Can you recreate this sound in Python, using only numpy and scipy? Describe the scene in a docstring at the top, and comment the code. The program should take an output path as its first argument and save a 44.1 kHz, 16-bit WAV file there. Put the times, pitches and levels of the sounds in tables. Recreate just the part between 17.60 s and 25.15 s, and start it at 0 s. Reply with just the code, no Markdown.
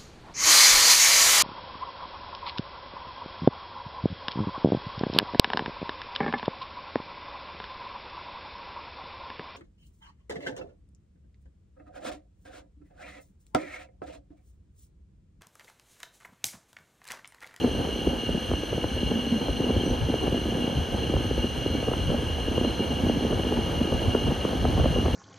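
"""The wheels of a passenger train rumble through a yard at night, heard at a window.
Shaped noise makes the rumble, the heaves and the rolling roar; short blows knock through the panels.
A blower whines above: noise gives its hiss and duct resonances, wavering sines its thin whistles.
The fans of a locomotive on the next track, noise and one tone, slowly draw near.
"""
import sys
import numpy as np
from scipy.fft import rfft, irfft, next_fast_len
from scipy.io import wavfile
from scipy.ndimage import uniform_filter1d, map_coordinates

SR = 44100
rng = np.random.default_rng(int(sys.argv[2]) if len(sys.argv) > 2 else 0)


def transcribe(signal):
    """Save signal, clipped to [-1, 1], as a 16-bit WAV file at the path in sys.argv[1]."""
    frames = np.atleast_2d(signal).T
    limited = np.clip(frames, -1, 1)
    pcm = np.round(limited * 32767).astype(np.int16)
    wavfile.write(sys.argv[1], SR, pcm)


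N = 332955


def amp(db):
    """Turn decibels into a gain."""
    return 10 ** (np.asarray(db) / 20)


def unit(x):
    """Scale to rms 1."""
    return x / np.sqrt(np.mean(x ** 2) + 1e-20)


def along(points, hz):
    """Read a value between (frequency, value) points, on a log frequency axis."""
    point_hz, values = np.transpose(points)
    return np.interp(np.log(hz + 1), np.log(point_hz + 1), values)


def curves(rows):
    """Give one value per sample for each column after the time."""
    times, *columns = np.transpose(rows)
    return [np.interp(np.arange(N) / SR, times, column) for column in columns]


def wobble(rate):
    """A smooth random curve through `rate` random points a second."""
    points = rng.standard_normal(int(N * rate / SR) + 4)
    return map_coordinates(points, [np.arange(N) * rate / SR])


def swell(s, rise, fall):
    """A bell-shaped envelope that peaks at time s; rise and fall in seconds."""
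    t = np.arange(N) / SR - s
    return np.exp(-(t / np.where(t < 0, rise, fall)) ** 2)


def filtered(x, response):
    """Shape the spectrum of x by a complex response of frequency."""
    size = next_fast_len(N + SR // 2)
    hz = np.fft.rfftfreq(size, 1 / SR)
    return irfft(rfft(x, size) * response(hz), size)[..., :N]


def steadied(x, span):
    """Even out the chance swells of x that last longer than span seconds, near rms 1."""
    power = np.mean(x ** 2, axis=0)
    for _ in range(2):
        power = np.abs(uniform_filter1d(power, max(int(span * SR), 1)))
    return x / np.sqrt(power + 1e-20)


def tone(hz, waver_hz):
    """A sine of rms 1 whose pitch wavers."""
    pitch = hz + waver_hz * wobble(40)
    return np.sqrt(2) * np.sin(2 * np.pi * np.cumsum(pitch) / SR)


# how alike left and right are: (frequency [Hz], likeness [0 to 1])
LIKENESS = [(60, 0.92), (250, 0.88), (500, 0.86), (800, 0.34), (1250, 0.059), (1600, 0.67), (2000, 1),
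            (4500, 1), (5600, 0.85), (6500, 0.89), (8300, 0.95), (10000, 0.54), (12500, 0.99)]


def diffuse(gain):
    """Noise of density gain(Hz) on the left and right, made partly alike by mixing mid and side."""
    def shape(hz):
        turn = np.arccos(np.clip(along(LIKENESS, hz), 0, 1)) / 2
        return gain(hz) * np.array([np.cos(turn), np.sin(turn)])

    white = rng.standard_normal((2, N)) * np.sqrt(SR / 2)
    mid, side = filtered(white, shape)
    return np.array([mid + side, mid - side])


def bending(hz, spread=0.00362, dispersion=0.751, lead=0.00364):
    """Bending waves cross the panels: the treble arrives first, the thud last."""
    ratio = np.maximum(hz, 50) / 420
    delay = spread * ratio ** -dispersion - lead  # seconds
    return np.exp(-2j * np.pi * np.cumsum(delay) * (hz[1] - hz[0]))


# ringing of the wall panels: (frequency [Hz], width [Hz], level [dB])
PANEL_MODES = [(241.7, 13.7, 2.5), (528, 27, -15.5)]


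def panels(hz):
    """The wall panels pass a blow on and ring after it."""
    ring = 1
    for centre, width, db in PANEL_MODES:
        ring = ring + amp(db) * 1j * hz * width / (centre * centre - hz * hz + 1j * hz * width)
    return ring * bending(hz)


# how hard the track shakes the car, before gains:
# (time [s], bass level [dB], rolling noise level [dB])
RIDE_LEVELS = [(0, -36, -34), (.5, -37.5, -34), (1.01, -39.5, -38.5), (1.8, -38, -34.5),
               (2.71, -31.5, -32.5), (3.15, -38, -34.5), (3.66, -29, -34), (3.9, -34, -36.5),
               (4.45, -31, -34), (4.8, -31.5, -36), (5.23, -37, -32.5), (5.7, -33, -33), (6.4, -34, -31.5),
               (6.83, -37, -34.5), (7.19, -25.5, -31.5), (7.55, -30, -33)]
# colour of the car body's boom: (frequency [Hz], relative density [dB])
BOOM_COLOUR = [(12, -39), (25, -11), (38, -7.5), (55, 0.8), (80, 0.5), (120, -5.5), (180, -14.5),
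               (300, -35), (600, -82)]
# low thumps as the car body heaves on its bogies: (time [s], level before gain [dB])
HEAVE_THUMPS = [(.48, -29), (.71, -30), (.93, -26.5), (1.14, -29.5), (1.26, -31.5), (1.37, -28),
                (1.47, -27), (1.91, -29), (2.16, -22.5), (2.31, -27.5), (2.43, -24), (3.19, -22),
                (3.34, -28.5), (3.56, -24), (4.48, -26.5), (5.45, -28), (5.75, -26), (6.35, -26.5),
                (6.48, -22), (6.67, -24), (7.01, -25), (7.19, -24), (7.3, -26), (7.45, -27)]
HEAVE_RISE_S, HEAVE_FALL_S = 0.026, 0.034


def rumble(bed_db=1.0, heave_db=1.0, sway_db=2.5, sway_rate=18):
    """The car body booms on its bogies: a swaying bed, and a thump at each heave."""
    bass_db, _ = curves(RIDE_LEVELS)
    bed = amp(bass_db + bed_db + sway_db * wobble(sway_rate))
    heaves = sum(amp(db + heave_db) * swell(s, HEAVE_RISE_S, HEAVE_FALL_S) for s, db in HEAVE_THUMPS)
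    boom = diffuse(lambda hz: amp(along(BOOM_COLOUR, hz)))
    return np.hypot(bed, heaves) * steadied(boom, span=0.07)


# colour of the rolling roar: (frequency [Hz], relative density [dB])
ROAR_COLOUR = [(80, -28), (140, -5.5), (190, -4.5), (240, -1.5), (320, -1.5), (400, -5), (510, -2.5),
               (620, -9.5), (820, -8), (1000, -15), (1350, -23.5), (1900, -34), (4000, -42.5)]
# colour of a blow, for the soft taps here and the knocks below: (frequency [Hz], relative level [dB])
BLOW_COLOUR = [(20, -25), (60, -9), (120, -3.5), (190, 2.5), (300, 4.5), (480, 1.5), (650, -7), (950, -16),
               (1400, -25), (2200, -35), (4000, -70)]


def rolling(gain_db=-0.44, judder_db=1.7, heave_db=1.4, taps_db=-3.0, taps_rate=26, scatter_db=4,
            soft_hz=560):
    """Rough steel rolls on steel: a juddering roar, with soft thuds from pits in the rail."""
    def thud(hz):
        softness = np.sqrt(1 + (hz / soft_hz) ** 6)
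        return amp(along(BLOW_COLOUR, hz)) * panels(hz) / softness

    _, level_db = curves(RIDE_LEVELS)
    roar = diffuse(lambda hz: amp(along(ROAR_COLOUR, hz)))
    roar = roar * amp(judder_db * wobble(70) + heave_db * wobble(14))
    sizes = rng.choice([-1, 1], N) * amp(scatter_db * rng.uniform(-1.6, 1, N))
    pits = (rng.random(N) < taps_rate / SR) * sizes  # about taps_rate a second
    taps = filtered(pits, thud)
    return amp(level_db) * (amp(gain_db) * unit(roar) + amp(taps_db) * unit(taps))


# blower and duct resonances: (frequency [Hz], width [Hz], density [dB per Hz])
DUCT_RESONANCES = [(1532, 73, -74), (1645, 59, -71.5), (1755, 29, -76), (2263, 100, -77), (2790, 70, -77),
                   (2850, 72, -62), (2937, 193, -70), (3144, 193, -68), (3340, 140, -77),
                   (4124, 174, -75.5), (4255, 46, -74), (6062, 246, -78.5), (8330, 110, -77.5),
                   (12400, 300, -87.5)]
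# colour of the air hiss: (frequency [Hz], density [dB per Hz])
HISS_COLOUR = [(500, -100), (1300, -83), (1900, -86), (2500, -83.5), (3700, -100.5), (4600, -93),
               (5500, -95), (7400, -95.5), (9000, -92), (10200, -100.5), (11500, -97), (12700, -99)]


def blower(duct_db=0, hiss_db=0, flutter_db=0.47):
    """Air hisses through the ducts and sings in their resonances."""
    def peaks(hz):
        power = 0
        for centre, width, db in DUCT_RESONANCES:
            power = power + (amp(db) / (1 + ((hz - centre) / width) ** 2 * 2)) ** 2
        return np.sqrt(power)

    song = diffuse(peaks) * amp(duct_db + flutter_db * wobble(14))
    hiss = diffuse(lambda hz: amp(along(HISS_COLOUR, hz)))
    return song + hiss * amp(hiss_db + 0.33 * wobble(8))


# strongest whistle, before gain and wavering: (time [s], level [dB])
WHISTLE_LEVEL = [(0, -53), (.3, -47.5), (.65, -37), (.9, -45), (1.3, -45.5), (1.57, -40), (1.9, -45.5),
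                 (2.55, -46.5), (2.8, -38.5), (3.2, -50.5), (4.4, -40.5), (4.6, -44), (5.15, -39),
                 (5.62, -47.5), (6.2, -39.5), (6.67, -43.5), (6.85, -57), (7.55, -44)]
# fainter whistles, before wavering: (frequency [Hz], level [dB])
FAINT_WHISTLES = [(3153, -56), (4147, -59), (6002, -68)]


def whistle(pitch_hz=2851, gain_db=-0.6, drift_db=1, drift_rate=7, flutter_db=0.9):
    """A few duct resonances lock into thin, wavering tones."""
    level_db, = curves(WHISTLE_LEVEL)
    level_db = level_db + gain_db + drift_db * wobble(drift_rate) + flutter_db * wobble(25)
    main = amp(level_db) * tone(pitch_hz, waver_hz=4.39)
    faint = sum(amp(db + 4.5 * wobble(7)) * tone(hz, waver_hz=4.93) for hz, db in FAINT_WHISTLES)
    return main + faint


# nearness of the locomotive: (time [s], level [dB])
NEARNESS = [(0, -7), (5, -3.5), (7.55, -0.5)]
# colour of its fans, before nearness: (frequency [Hz], density [dB per Hz])
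FAN_COLOUR = [(200, -62), (700, -68), (1200, -73), (2000, -79.5), (4000, -84.5), (7000, -93.5),
              (11000, -99), (12800, -93)]


def locomotive(tone_hz=1256, tone_db=-54):
    """Cooling fans and their tone swell with nearness."""
    near_db, = curves(NEARNESS)
    fans = diffuse(lambda hz: amp(along(FAN_COLOUR, hz)))
    hum = amp(tone_db + 1.5 * wobble(6)) * tone(tone_hz, waver_hz=2.93)
    return amp(near_db) * (fans + hum)


# swells of a hollow drone: (time [s], level before gain [dB], half length [s])
DRONE_SWELLS = [(0.045, -24, 0.028), (1.56, -30.5, 0.081), (1.735, -29.5, .07), (2.014, -31.5, 0.076),
                (4.16, -30, 0.026), (5.07, -27, 0.025), (5.52, -32.5, .11)]


def drone(centre_hz=238, width_hz=36, bed_db=-44, sway_db=2.0, gain_db=-1):
    """The lowest panel mode keeps humming as the car rolls, in hollow swells of narrow noise."""
    bed = amp(bed_db + sway_db * wobble(9.7))
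    swells = sum(amp(db + gain_db) * swell(s, length, length) for s, db, length in DRONE_SWELLS)
    hum = diffuse(lambda hz: 1 / (1 + ((hz - centre_hz) / width_hz) ** 2) ** 2)
    return np.hypot(bed, swells) * steadied(hum, span=0.1)


# light knocks between the hard ones: strength is over the rolling noise, brightness is per octave
LIGHT_PER_S, LIGHT_OVER_ROLL_DB, LIGHT_SCATTER_DB = 7, 11.5, 2
LIGHT_BRIGHT_DB, LIGHT_BRIGHT_SCATTER_DB = -2, 5


def light_knocks(count=120):
    """Rows like HARD_KNOCKS at uneven times, stronger where the rolling noise is louder."""
    _, roll_db = curves(RIDE_LEVELS)
    times = (np.arange(count) + rng.random(count)) / LIGHT_PER_S
    scatter = 2 * rng.random((count, 2)) - 1
    rows = []
    for s, (hard, bright) in zip(times, scatter):
        if s * SR < N:
            strength_db = roll_db[int(s * SR)] + LIGHT_OVER_ROLL_DB + LIGHT_SCATTER_DB * hard
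            rows.append((s, strength_db, LIGHT_BRIGHT_DB + LIGHT_BRIGHT_SCATTER_DB * bright))
    return rows


# hard knocks of the running gear:
# (time [s], level before gain [dB], brightness [dB per octave])
HARD_KNOCKS = [(0.047, -12, 0), (0.475, -13.5, -3), (0.693, -18, -1), (0.75, -17, -5.5), (0.917, -16, 4),
               (0.939, -16.5, 6), (1.036, -20, 0), (1.132, -16.5, 7), (1.182, -16.5, -1.5), (1.244, -14, 5),
               (1.432, -18, -2.5), (1.52, -16, 1), (1.725, -22.5, -13), (1.76, -20.5, -10),
               (1.886, -18.5, 4), (2.005, -15.5, -5), (2.044, -16, -6.5), (2.099, -15, -0.5),
               (2.166, -15.5, 1), (2.266, -16, -2), (2.312, -21, -8), (2.501, -14.5, -1.5),
               (2.543, -14, 2.5), (2.682, -15, 0), (2.726, -17, -6), (2.747, -15, 0), (2.89, -19, -3),
               (2.951, -18, 0), (3.042, -18, -3), (3.078, -18, -4), (3.541, -15.5, 0.5), (3.569, -19, 7),
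               (3.713, -15.5, -3), (3.78, -16, 0.5), (3.845, -15, -1.5), (4.064, -17, -4),
               (4.152, -12.5, -3), (4.23, -18.5, 3.5), (4.286, -13, 0), (4.318, -16, 2.5), (4.339, -19, 9),
               (4.505, -16, 3), (4.547, -14.5, 1), (4.885, -17.5, 0), (4.981, -14, 2), (5.014, -14, -0.5),
               (5.051, -14.5, 1.5), (5.195, -20, 5), (5.437, -19.5, -11.5), (5.469, -13.5, -2),
               (5.499, -12.5, .5), (5.574, -18, -6.5), (5.652, -15, -3.5), (5.709, -16, 0.5),
               (5.732, -14, 4), (5.799, -16.5, -1), (5.926, -12.5, 2), (5.975, -15, 3), (6.067, -22, -3),
               (6.216, -13.5, -3), (6.254, -19.5, -3), (6.326, -16.5, 2), (6.346, -17, 0),
               (6.552, -8.5, 6.5), (6.715, -18, 0), (6.853, -13, 2.5), (6.934, -17.5, 2), (7.055, -14, 7.5),
               (7.085, -15.5, -4), (7.179, -15.5, 2), (7.201, -15, 5), (7.246, -16, 2), (7.26, -10.5, 1),
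               (7.363, -17, -1), (7.462, -16, 2), (7.484, -15.5, 5)]


def knocks(gain_db=33.0, rattle=0.066, rattle_time=0.0056, soft_hz=1050, apart=0.0071, crack_hz=1900):
    """Short blows of the running gear, each with some dull, loose chatter, ring the panels."""
    size = 8192  # samples for one blow, which strikes a quarter of the way in
    hz = np.fft.rfftfreq(size, 1 / SR) + 1
    t = (np.arange(size) - size // 4) / SR
    octave = np.clip(np.log2(hz / 420), -1, 1.6)
    path = amp(along(BLOW_COLOUR, hz)) * panels(hz) / np.sqrt(1 + (hz / crack_hz) ** 12)
    dull = 1 / np.sqrt(1 + (hz / soft_hz) ** 4)
    click = rfft(1. * (t == 0))
    out = np.zeros((2, N + 2 * size))
    for s, db, bright_db in HARD_KNOCKS + light_knocks():
        chatter, side = rfft(rng.standard_normal((2, size)) * np.exp(-np.abs(t) / rattle_time))
        force = click + rattle * dull * chatter + apart * np.array([side, -side])
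        colour = amp(db + gain_db + bright_db * octave) * path
        # the chatter shares out the blow's energy without adding to it
        energy = np.average(np.mean(np.abs(force) ** 2, 0), weights=np.abs(colour) ** 2)
        force = force / np.sqrt(energy)
        twist = np.exp(2j * np.pi * rng.random())  # every blow gets its own random phase
        start = max(round(s * SR), 0)
        out[:, start:start + size] += irfft(force * colour * twist)
    return out[:, size // 4:][:, :N]


# brief flares of the whine: (time [s], frequency [Hz], level [dB])
FLARES = [(2.06, 2850, -37.5), (2.2, 3140, -38.5), (2.28, 6000, -47), (2.27, 8300, -51),
          (3.03, 2850, -36.5), (3.83, 2850, -35), (4.17, 2280, -49), (5.08, 4130, -46), (5.23, 2300, -49.5),
          (7.37, 2850, -39.5)]


def squeak(length=0.046, width_hz=45):
    """Now and then one resonance of the whine flares for a moment, as a narrow band of noise."""
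    out = np.zeros((2, N))
    for s, centre_hz, db in FLARES:
        band = diffuse(lambda hz: 1 / (1 + ((hz - centre_hz) / width_hz) ** 4))
        out += amp(db) * swell(s, length, length) * steadied(band, span=0.022)
    return out


def scene():
    """Add the blower's whine, the locomotive on the next track and the rolling car."""
    whine = blower() + whistle() + squeak()
    car = rumble() + rolling() + drone() + knocks()
    return whine + locomotive() + car


# how far the left port runs ahead: (frequency [Hz], phase [radians])
LEFT_LEAD = [(300, .1), (700, .45), (1100, 1.2), (1500, -.3), (2000, 0), (2850, .25), (3600, .05),
             (4800, .1), (5700, .8), (6700, .2), (7900, 2.8), (8800, 2.8), (10400, 0), (11500, -.2),
             (12500, -2.5)]
# how much louder the left port is: (frequency [Hz], level [dB])
LEFT_LOUDER = [(100, 0), (700, -0.6), (1150, 2.5), (1450, 2.5), (1750, 0), (2000, 0)]
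TOP_HZ = 12950


def record(dry, low_hz=37):
    """The two ports hear the sound out of step; the deepest bass and the top are cut."""
    sides = np.array([[.5], [-.5]])  # each port takes half the difference

    def response(hz):
        ports = np.exp(1j * along(LEFT_LEAD, hz) * sides) * amp(along(LEFT_LOUDER, hz) * sides)
        bass_cut = np.sqrt(1 - 1 / (1 + (hz / low_hz) ** 6))
        return ports * bass_cut * (hz < TOP_HZ)

    return filtered(dry, response)


dry = scene()
out = record(dry)
transcribe(out)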